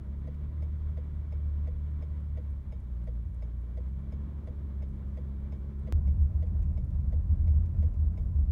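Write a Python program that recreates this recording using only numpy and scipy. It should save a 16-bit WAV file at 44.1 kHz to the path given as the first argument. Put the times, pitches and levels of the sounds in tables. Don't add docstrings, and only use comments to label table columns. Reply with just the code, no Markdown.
import sys
import numpy as np
from scipy import signal
from scipy.fft import rfft, irfft
from scipy.io import wavfile

SR = 44100
rng = np.random.default_rng(int(sys.argv[2]) if len(sys.argv) > 2 else 0)


def dump(signal):
    limited = np.clip(np.atleast_2d(signal).T, -1, 1)
    pcm = np.round(limited * 32767).astype(np.int16)
    wavfile.write(sys.argv[1], SR, pcm)


N = 375291
T = np.arange(N) / SR
FREQS = np.fft.rfftfreq(N, 1 / SR) + 1e-3
CUT_S = 5.9245

# start_s, level_db
RUSTLES = [(4.88, -83), (5.05, -85), (5.52, -84), (7.75, -78.5), (8.16, -78)]
# frequency_hz, relative_db
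RUSTLE_COLOUR = [(3000, 2), (9000, 1), (10500, -4.5), (12000, -0.5), (15000, -5)]
# start_s, level_db
CREAKS = [(.341, -68), (6.468, -68.5), (6.624, -60), (6.902, -67), (6.94, -73), (7.002, -69), (7.657, -66),
          (7.937, -67.5), (8.365, -73)]
# frequency_hz, relative_db
CREAK_COLOUR = [(900, -16), (1800, -5.5), (2350, 3.5), (2800, -6.5), (4500, -12.5), (6300, -10),
                (9500, -16), (15000, -26)]
# start_s, level_db
RATTLES = [(.632, -69), (.904, -68), (1.909, -70), (2.205, -69), (2.503, -67), (2.803, -68), (3.042, -71),
           (3.346, -66), (3.612, -70), (3.885, -70), (4.893, -70), (5.192, -72), (5.403, -72), (5.794, -67),
           (6.847, -66.5), (8.408, -70)]
# frequency_hz, relative_db
RATTLE_COLOUR = [(2000, -22.5), (6000, -9), (9300, 5), (11000, -4), (15000, -11)]
# frequency_hz, relative_db
SLOW_ROAD_COLOUR = [(110, 4.5), (220, 0.5), (330, -5), (440, -11.5), (610, -11.5), (760, -21.5),
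                    (1030, -16.5), (1250, -20.5), (2250, -28), (2550, -34.5), (3350, -32.5), (4800, -42.5),
                    (9300, -46.5), (15500, -48.5)]
FAST_ROAD_COLOUR = [(110, 0), (220, 1), (340, -6.5), (440, -13), (620, -13), (860, -22), (1030, -22),
                    (1250, -25.5), (2100, -34), (2900, -41), (4800, -46.5), (9300, -49), (10500, -51),
                    (15500, -49.5)]
# pitch_hz, width_hz,
# slow_db, fast_db
CABIN_MODES = [(45.2, 25, -46, -33.5), (51, 36, -55.5, -47.5), (79.7, 16, -46.5, -33),
               (128, 20, -56.5, -43), (176.6, 25, -57, -48.5), (206.4, 14, -62.5, -56.5),
               (1023, 28, -90.5, -77), (2311, 45, -87.5, -98)]
# start_s, hold_s, pitch_hz, level_db
BUMPS = [(5.925, .07, 75, -26.5), (6.039, 0.088, 71.4, -23.5), (6.18, 0.078, 72.9, -22.5),
         (6.333, .06, 73.4, -24), (6.531, 0.051, 71, -27.5), (6.643, 0.042, 76.7, -23),
         (6.746, 0.033, 72.3, -26), (6.931, 0.068, 72.8, -27.5), (7.031, 0.046, 70.8, -26),
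         (7.129, 0.056, 74, -27), (7.287, 0.046, 77.8, -27), (7.385, 0.026, 75.7, -24.5),
         (7.459, 0.1, 73.6, -22.5), (7.773, 0.083, 76.2, -21.5), (7.956, 0.14, 74.6, -28.5),
         (8.237, 0.025, 72.2, -23), (8.346, 0.19, 70.4, -25)]
# time_s, crank_hz
ENGINE_SPEED = [(0.0, 33.72), (0.51, 37.44), (0.89, 37.37), (1.54, 36.63), (2.0, 37.3), (2.43, 36.0),
                (2.76, 32.44), (2.92, 30.1), (3.2, 28.62), (3.7, 29.67), (3.89, 32.5), (4.09, 34.86),
                (4.29, 35.32), (4.7, 34.62), (5.06, 33.58), (5.6, 34.56), (5.9, 34.72)]
# time_s, load
THROTTLE = [(0, 0.94), (.5, 0), (2.4, 0.05), (2.9, 0.2), (3.6, 0.54), (4.1, 0.92), (5, 0.95), (5.9, 1)]
# time_s, gain_db
HUM_FADER = [(0, -36.5), (.42, -38.5), (.6, -35), (2, -34), (2.7, -41), (3, -37.5), (3.7, -36.5), (4, -38),
             (5.9, -36.5)]
# crank_multiple, coasting_gain_db, loaded_gain_db
ENGINE_ORDERS = [(1, -16.5, -19.5), (2, 3.5, 2), (3, -12, -16.5), (4, -12.5, -12), (5, -28, -25.5),
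                 (6, -24.5, -14), (7, -39.5, -34), (8, -35.5, -30), (9, -36, -36), (10, -45.5, -36),
                 (10.5, -49, -29), (12, -42, -33), (26, -44, -57), (53.8, -51.5, -59), (62.4, -58.5, -60)]
# cycle_start_s, tick_gain_db, tock_gain_db
FLASHER_BEATS = [(.271, 0, 0), (5.723, -.5, -1)]
# frequency_hz, relative_db
SNAP_COLOUR = [(700, 0.5), (1200, -3.5), (2200, 1), (3400, -6), (5000, -10.5), (9000, -21), (15000, -29)]
# pitch_hz, level_db, arrival_s, t60_s
TICK_MODES = [(492.6, -40, 0.009, .08), (626.5, -40.5, 0.00093, 0.06), (860, -51, 0.011, 0.022),
              (1900, -63.5, 0.0029, 0.031), (1988, -66, 0.0099, 0.061), (2010, -59.5, 0, 0.028),
              (2170, -63.5, 0.005, 0.047), (2710, -73, 0.0039, 0.049), (3340, -70.5, 0.015, .04),
              (3470, -68, 0.0032, 0.028), (4780, -70.5, 0.01, 0.032), (6350, -72, .005, 0.029),
              (9150, -77.5, 0, 0.044)]
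TOCK_MODES = [(464, -49.5, .006, 0.1), (570, -51.5, .004, 0.067), (620, -45.5, 0.0011, 0.053),
              (844, -53.5, .001, 0.046), (1060, -64.5, 0.00045, 0.06), (2110, -63.5, 0.0016, 0.05),
              (2250, -64.5, 0.0015, 0.11), (2630, -71.5, 0.004, .035), (3190, -72, 0.016, 0.069),
              (3660, -71.5, 0.0075, 0.074), (5145, -73, 0.0048, 0.081), (5230, -71, 0.0011, 0.048),
              (6600, -78, .003, 0.087), (6660, -80, 0.013, .04), (8300, -85, .001, 0.031),
              (9200, -78.5, 0.0051, 0.036)]


def undb(db):
    return 10 ** (np.asarray(db) / 20)


def automation(table):
    times, *columns = np.transpose(table)
    return [np.interp(T, times, column) for column in columns]


def noise(gain):
    shaped = irfft(rfft(rng.standard_normal(N)) * gain, N)
    return shaped / np.sqrt(np.mean(shaped ** 2))


def coloured(colour):
    hz, db = np.transpose(colour)
    eq = undb(np.interp(np.log(FREQS), np.log(hz), db))
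    return noise(eq / (1 + (hz[0] / FREQS / 2) ** 4))


def resonance(hz, width_hz):
    off_centre = (FREQS - hz * hz / FREQS) / (2 * width_hz)
    return noise(1 / (1 + off_centre ** 2) ** 2)


def wobble(rate_hz):
    return noise(1 / (1 + (FREQS / rate_hz) ** 4))


def add(out, start_s, sound):
    i = int(start_s * SR)
    out[i:i + len(sound)] += sound[:N - i]


def bursts(events, colour, rise_s, t60_s):
    envelope, t = np.zeros(N), np.arange(SR // 2) / SR
    attack = 1 - np.exp(-t / rise_s)
    for start_s, db in events:
        add(envelope, start_s, attack * undb(db - 60 * t / t60_s))
    return envelope * coloured(colour)


def whine(fast):
    hz = 12742 - 110 * fast + 9 * wobble(20)
    return undb(-101 + 2 * wobble(2)) * np.sin(2 * np.pi * np.cumsum(hz) / SR)


def rustles():
    return bursts(RUSTLES, RUSTLE_COLOUR, rise_s=.02, t60_s=.68)


def trim(bounce_s=.005, bounce_db=-7.5):
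    creaks = bursts(CREAKS, CREAK_COLOUR, rise_s=.0022, t60_s=.053)
    bounces = [(start_s + bounce_s, db + bounce_db) for start_s, db in RATTLES]
    return creaks + bursts(RATTLES + bounces, RATTLE_COLOUR, rise_s=.0001, t60_s=.007)


def tyres(fast, cruise_hz=35.7, split_hz=1150, hiss_hz=4500):
    slow = 1 - fast
    road = slow * undb(-53.5) * coloured(SLOW_ROAD_COLOUR) + fast * undb(-52.5) * coloured(FAST_ROAD_COLOUR)
    roar = irfft(rfft(road) / (1 + (FREQS / split_hz) ** 4), N)
    hiss = irfft(rfft(road) / (1 + (hiss_hz / FREQS) ** 6), N)
    rush = road - roar - hiss
    (crank_hz,), (load,) = automation(ENGINE_SPEED), automation(THROTTLE)
    octaves = slow * np.log2(crank_hz / cruise_hz)
    roar_db = 7.5 * octaves + 2.5 * slow * load + .3 * wobble(2)
    rush_db = 9.5 * octaves
    grain = undb(wobble(16))
    return (roar * undb(roar_db) + rush * undb(rush_db)) * grain + hiss


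def cabin(fast):
    return sum(resonance(hz, width_hz) * undb(slow_db + fast * (fast_db - slow_db))
               for hz, width_hz, slow_db, fast_db in CABIN_MODES)


def boom(rise_s=.023, t60_s=.2, wander=.0084):
    out, t = np.zeros(N), np.arange(SR // 2) / SR
    drift = 1 + wander * wobble(12)
    thud = undb(-25) * resonance(hz=171, width_hz=50)
    attack = np.sin(np.pi / 2 * np.minimum(t / rise_s, 1))
    for start_s, hold_s, hz, db in BUMPS:
        span = (int(start_s * SR) + np.arange(len(t))) % N
        envelope = attack * undb(db - 60 * np.maximum(t - hold_s, 0) / t60_s)
        cycles = np.cumsum(hz * drift[span]) / SR + rng.random()
        ring = np.sqrt(2) * np.sin(2 * np.pi * cycles)
        add(out, start_s, envelope * (ring + thud[span]))
    return out


def engine(gain_db=-1.74, overtone_gain_db=-35.5, sway_db=1.5, waver=.002, flutter=.2):
    (crank_hz,), (load,), (hum_db,) = map(automation, (ENGINE_SPEED, THROTTLE, HUM_FADER))
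    turns = np.cumsum(crank_hz * (1 + waver * wobble(5.4))) / SR
    out = 0
    for multiple, coasting_db, loaded_db in ENGINE_ORDERS:
        multiple = round(2 * multiple) / 2
        if multiple == 2:
            fader = undb(hum_db + sway_db * wobble(3.6))
        else:
            fader = undb(overtone_gain_db) * (1 + flutter * wobble(3.8))
        balance = undb(coasting_db + load * (loaded_db - coasting_db))
        out = out + fader * balance * np.sin(2 * np.pi * (multiple * turns + rng.random()))
    return np.sqrt(2) * undb(gain_db) * out


def relay_knock(strokes, modes, detune=.0029):
    out, t = np.zeros(N), np.arange(SR // 8) / SR
    hz, db, arrival_s, t60_s = np.transpose(modes)[:, :, None]
    age = np.maximum(t - arrival_s, 0)
    attack = 1 - np.exp(-(age * hz / 2.2) ** 2)
    envelopes = attack * undb(db - 60 * age / t60_s)
    in_phase_s = np.where(hz < 1000, .009, .003)
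    for start_s, stroke_db in strokes:
        pitch_hz = hz * (1 + detune * rng.standard_normal(hz.shape))
        rings = np.sin(2 * np.pi * pitch_hz * (t - in_phase_s))
        add(out, start_s, undb(stroke_db) * np.sum(envelopes * rings, axis=0))
    return out


def flasher(cycle_s=.7, lit_s=.35, snap_db=-65.5):
    ticks, tocks = [], []
    stretches = [(0, CUT_S), (CUT_S, T[-1])]
    for (first_s, tick_db, tock_db), (start_s, end_s) in zip(FLASHER_BEATS, stretches):
        pull_ins = np.arange(first_s, end_s, cycle_s)
        ticks += [(s, tick_db) for s in pull_ins if s > start_s]
        tocks += [(s, tock_db) for s in pull_ins + lit_s if s < end_s]
    snaps = undb(snap_db) * bursts(ticks + tocks, SNAP_COLOUR, rise_s=.001, t60_s=.059)
    return snaps + relay_knock(ticks, TICK_MODES) + relay_knock(tocks, TOCK_MODES)


def scene():
    since_cut = T - CUT_S
    fast = np.clip(since_cut / .003, 0, 1)
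    pop = undb(-25.5) * (since_cut > 0) * np.exp(-np.abs(since_cut) / .005)
    drive = (1 - fast) * engine() + fast * boom() + cabin(fast) + tyres(fast)
    return (whine(fast) + rustles() + trim() + drive + pop + flasher())[None]


def record(dry):
    low_cut = signal.butter(4, 26, "high", fs=SR, output="sos")
    high_cut = signal.ellip(8, .2, 70, 15750, fs=SR, output="sos")
    return signal.sosfilt(high_cut, signal.sosfilt(low_cut, dry))


dry = scene()
out = record(dry)
dump(out)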